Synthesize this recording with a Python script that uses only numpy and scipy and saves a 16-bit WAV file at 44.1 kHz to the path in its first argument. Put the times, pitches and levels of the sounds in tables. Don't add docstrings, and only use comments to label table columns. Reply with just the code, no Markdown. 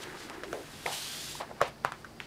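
import sys
import numpy as np
from scipy import signal
from scipy.fft import rfft, irfft, next_fast_len
from scipy.io import wavfile
from scipy.ndimage import uniform_filter1d, map_coordinates

SR = 44100
rng = np.random.default_rng(int(sys.argv[2]) if len(sys.argv) > 2 else 0)


def waveform_to_disk(signal):
    frames = np.transpose(np.atleast_2d(signal))
    scaled = np.clip(frames, -1, 1) * 32767
    samples = np.round(scaled).astype(np.int16)
    wavfile.write(sys.argv[1], SR, samples)


def invert_db(x):
    u = np.asarray(x, float) / 20
    return 10 ** u


N = 100062

# f/Hz, density/dB
ROOM_SPECTRUM = [(20, -14), (40, -10), (65, -6.5), (300, -6), (800, -11.5), (1600, -20.5), (4000, -27),
                 (16000, -37)]
# f/Hz, width/Hz, level/dB
ROOM_HUMS = [(57.4, 4.7, -66.5), (105, 28, -67.5), (147, 17.6, -60), (226.4, 20, -62), (4700, 740, -68.5)]
ROOM_DB, ROOM_SWELL_DB = -52.5, .4

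# t/s, level/dB
BEND_LEVEL = [(0, -45.5), (.15, -49), (.25, -52), (.45, -54.5), (.62, -53), (.75, -54), (1.0, -52.5),
              (1.45, -54.5), (1.75, -64), (2.27, -66)]
# f/Hz, width/Hz, level/dB
BEND_MODES = [(870, 840, -2), (1640, 870, 2)]
# t/s, level/dB
BELLY_LEVEL = [(0, -50), (.3, -52), (.6, -47.5), (.68, -67), (1.15, -64), (1.45, -56.5), (1.7, -75),
               (2.05, -65), (2.27, -59.5)]
BELLY_HZ, BELLY_WIDTH_HZ = 359, 111
BEND_GRAINS_PER_S, BEND_SCATTER_DB, BEND_FLICKER_DB = 1500, 1.8, 1.2

# t centre/s, level/dB, half length/s, f/Hz
BRUSHES = [(0.026, -47, 0.018, 4100), (0.22, -49.5, 0.055, 4050), (0.343, -55.5, 0.014, 3100),
           (0.553, -58, 0.1, 7100), (1.679, -56, 0.014, 7000), (1.997, -65, 0.03, 4300),
           (2.238, -53, 0.032, 2330), (0.947, -44, 0.038, 5900), (.926, -46, 0.0057, 6500),
           (1.6, -54.5, 0.027, 1200), (1.844, -47.5, 0.0062, 1100), (1.681, -47.5, 0.0066, 2400)]

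# t/s, level/dB
SLIDE_LEVEL = [(0, -53.5), (.45, -60.5), (.55, -57.5), (.7, -53), (.85, -48.5), (.865, -42), (.91, -43),
               (.93, -37.5), (.96, -40), (.99, -39.5), (1.1, -40.5), (1.3, -42), (1.39, -46), (1.425, -57),
               (1.445, -60.5), (1.6, -67), (2.0, -65), (2.27, -68)]
# f/Hz, density/dB
SLIDE_SPECTRUM = [(200, -50), (900, -16.5), (2000, -11), (3300, -4), (5500, -8), (10400, -11), (14600, -19),
                  (16000, -35)]
# f/Hz, width/Hz, level/dB
GAP_MODES = [(3342, 780, -10.5), (4560, 1260, -7.5), (6800, 1600, -14)]
# delay/s, level/dB
PAGE_ECHOES = [(.00032, -26), (.00118, -17)]
SLIDE_GRAINS_PER_S, SLIDE_SCATTER_DB, SLIDE_FLICKER_DB = 14000, 1.5, .6
GAP_RISE_PER_S, GAP_WANDER_DB = .55, 1.5
FLATTEN_PER_S, FLATTEN_MID_S = 0.617, 1.177

# t/s, level/dB, f/Hz, t60/s, bright share/dB
FLUTTERS = [(.028, -50, 1640, 0.13, 9.5), (.142, -39.5, 1100, 0.07, -15), (0.295, -45.5, 955, 0.59, -26),
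            (0.336, -48, 1460, .4, -14), (0.433, -36.5, 510, 0.11, -3.5), (.529, -34.5, 490, .2, -11),
            (.546, -39, 520, 0.29, -19), (.858, -32, 734, 0.34, -10), (1.400, -34, 680, 0.16, -6.5),
            (1.409, -37.5, 925, 0.16, -10), (1.49, -45.5, 675, 0.22, -26), (1.508, -38, 734, 0.069, -26),
            (1.604, -32, 1050, 0.25, -37), (1.618, -28, 575, 0.2, -6), (1.652, -42.5, 540, 0.14, 1),
            (1.676, -52, 600, 0.22, 4.5), (1.85, -31.5, 1065, 0.19, -9), (1.918, -43, 1130, 0.25, -7),
            (2.043, -43.5, 1340, 0.12, -19), (2.203, -48.5, 990, 0.11, 4.5)]
FLUTTER_GRAINS_PER_S, FLUTTER_SCATTER_DB, FLUTTER_ATTACK_S = 3700, 0, .002
FLUTTER_Q, BRIGHT_HZ = 1.5, 1850

# t/s, peak level/dB, f/Hz, width/cycles, crack relative level/dB
SNAPS = [(.036, -36.5, 3940, 6.7, 1), (0.299, -26, 1800, .4, -11), (.4355, -25.5, 1550, 1.7, -14.5),
         (.530, -25.5, 1420, 2.7, -8.5), (0.5317, -25, 494, 1.24, -30), (0.8629, -20, 2100, 3.6, -11),
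         (.860, -30, 465, 2.4, -30), (.864, -35.5, 885, 4.6, -30), (1.354, -35, 950, 3.6, -16),
         (1.4104, -24.5, 840, 1.4, -31), (1.4193, -29, 3180, 0.78, -23), (1.514, -31.5, 744, 1.2, -29),
         (1.6153, -6.5, 985, 0.59, -18.5), (1.6170, -9, 780, 0.78, -24), (1.6216, -21, 1200, 2, -19),
         (1.6257, -25.5, 610, 3.6, -27), (1.849, -8, 1130, 0.94, -20.5), (1.854, -22, 970, 0.66, -44),
         (1.858, -24, 990, 0.87, -30), (1.9214, -22, 1220, 1, -13), (2.047, -34, 1460, 3.2, -13.5),
         (2.2026, -22, 2260, 1.3, -16)]
RING_ON = 1.26
CRACK_S, CRACK_HZ = 0.00068, 2920
THUMP_HZ, THUMP_DB, THUMP_S = 138, -29, .01
SHEET_EDGE_HZ = 232

MIC_NOTCH_HZ, MIC_NOTCH_WIDTH_HZ, MIC_NOTCH_DB = 11300, 250, -4
TOP_HZ = 15550


def unit(x):
    return x / np.sqrt(np.mean(x ** 2))


def noise(count=N):
    return rng.standard_normal(count)


def band(x, hz, width_hz):
    return signal.lfilter(*signal.iirpeak(hz, hz / width_hz, fs=SR), x)


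def mode(x, hz, width_1_hz, width_2_hz):
    return unit(band(band(x, hz, width_1_hz), hz, width_2_hz))


def colour(x, spectrum):
    f = np.maximum(np.arange(len(x) // 2 + 1) * SR / len(x), 1)
    hz, db = np.array(spectrum).T
    gain = invert_db(np.interp(np.log(f), np.log(hz), db))
    return unit(irfft(rfft(x) * gain, len(x)))


def curve(table):
    s, db = np.array(table).T
    return invert_db(np.interp(np.arange(N) / SR, s, db))


def walk(rate_hz):
    k = int(SR / rate_hz)
    return unit(uniform_filter1d(uniform_filter1d(noise(), k), k))


def grains(rate_per_s, scatter_db, count=N):
    hit, sign, size = rng.random((3, count))
    click = np.sign(sign - .5) * invert_db(-scatter_db * np.log(size + 1 / 300))
    return (hit < rate_per_s / SR) * click + 1e-18


def add(out, x, s):
    i = int(round(s * SR))
    out[i:i + len(x)] += x[:len(out) - i]


def room():
    hums = sum(invert_db(db) * mode(noise(), hz, w, w) for hz, w, db in ROOM_HUMS)
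    return colour(noise(), ROOM_SPECTRUM) * invert_db(ROOM_DB + ROOM_SWELL_DB * walk(2)) + hums


def creak(hz, width_hz):
    clicks = grains(BEND_GRAINS_PER_S, BEND_SCATTER_DB)
    return invert_db(BEND_FLICKER_DB * walk(20)) * mode(clicks, hz, width_hz, 2 * width_hz)


def bend():
    sheet = unit(sum(invert_db(db) * creak(hz, w) for hz, w, db in BEND_MODES))
    return sheet * curve(BEND_LEVEL) + creak(BELLY_HZ, BELLY_WIDTH_HZ) * curve(BELLY_LEVEL)


def brushes():
    out, t = np.zeros(N), np.arange(N) / SR
    for s, db, half_s, hz in BRUSHES:
        swell = np.exp(-((t - s) / half_s) ** 2)
        out += invert_db(db) * swell * mode(grains(9000, 1.8), hz, 1.02 * hz, 2.0 * hz)
    return out


def slide():
    i = np.arange(N)
    late = np.clip(i / SR - FLATTEN_MID_S, -.4, .4)
    x = colour(grains(SLIDE_GRAINS_PER_S, SLIDE_SCATTER_DB), SLIDE_SPECTRUM)
    x = x * invert_db(SLIDE_FLICKER_DB * walk(130))
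    for hz, w, db in GAP_MODES:
        climb = np.exp(2j * np.pi * np.cumsum(hz * GAP_RISE_PER_S * late) / SR)
        analytic = signal.hilbert(band(band(noise(), hz, w), hz, w), next_fast_len(N))[:N]
        gap = unit(np.real(analytic * climb))
        x = x + invert_db(db + GAP_WANDER_DB * walk(17)) * gap
    echoes = np.zeros(N)
    for delay_s, db in PAGE_ECHOES:
        lag = delay_s * SR * np.exp(-FLATTEN_PER_S * late)
        echoes += invert_db(db) * map_coordinates(x, [i - lag], mode="mirror")
    return unit(x + echoes) * curve(SLIDE_LEVEL)


def flutters():
    out, t = np.zeros(N), np.arange(13000) / SR
    for s, db, hz, t60_s, bright_db in FLUTTERS:
        clicks = grains(FLUTTER_GRAINS_PER_S, FLUTTER_SCATTER_DB, len(t))
        ring = mode(clicks, hz, hz / FLUTTER_Q, hz / FLUTTER_Q)
        crinkle = mode(noise(len(t)), BRIGHT_HZ, 2000, 3300)
        shape = (1 - np.exp(-t / FLUTTER_ATTACK_S)) * np.exp(-np.log(1000) * t / t60_s)
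        add(out, invert_db(db) * shape * (ring + invert_db(bright_db) * crinkle), s)
    return out


def snaps():
    out, t = np.zeros(N), np.arange(-660, 2200) / SR
    late = np.maximum(t, 0)
    thump = np.sin(2 * np.pi * THUMP_HZ * late) * np.exp(-late / THUMP_S)
    edge = signal.butter(2, SHEET_EDGE_HZ, "high", fs=SR, output="sos")
    for s, db, hz, cycles, crack_db in SNAPS:
        half_cycles = .5 * cycles * np.where(t > 0, RING_ON, 1)
        pull = -np.cos(2 * np.pi * hz * t) * np.exp(-(t * hz / half_cycles) ** 2)
        crack = mode(noise(len(t)), CRACK_HZ, 4000, 12000) * np.exp(-np.abs(t) / CRACK_S)
        snap = signal.sosfiltfilt(edge, pull) + invert_db(crack_db) * crack + invert_db(THUMP_DB) * thump
        add(out, invert_db(db) * snap, s + t[0])
    return out


def scene():
    return (room() + bend() + brushes() + slide() + flutters() + snaps())[None]


def top_cut(x):
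    return signal.sosfilt(signal.butter(12, 16460, fs=SR, output="sos"), x)


def record(dry):
    mic = dry - invert_db(MIC_NOTCH_DB) * band(dry, MIC_NOTCH_HZ, MIC_NOTCH_WIDTH_HZ)
    low_pass = signal.ellip(8, .2, 60, TOP_HZ, fs=SR, output="sos")
    return top_cut(signal.sosfilt(low_pass, mic))


dry = scene()
out = record(dry)
waveform_to_disk(out)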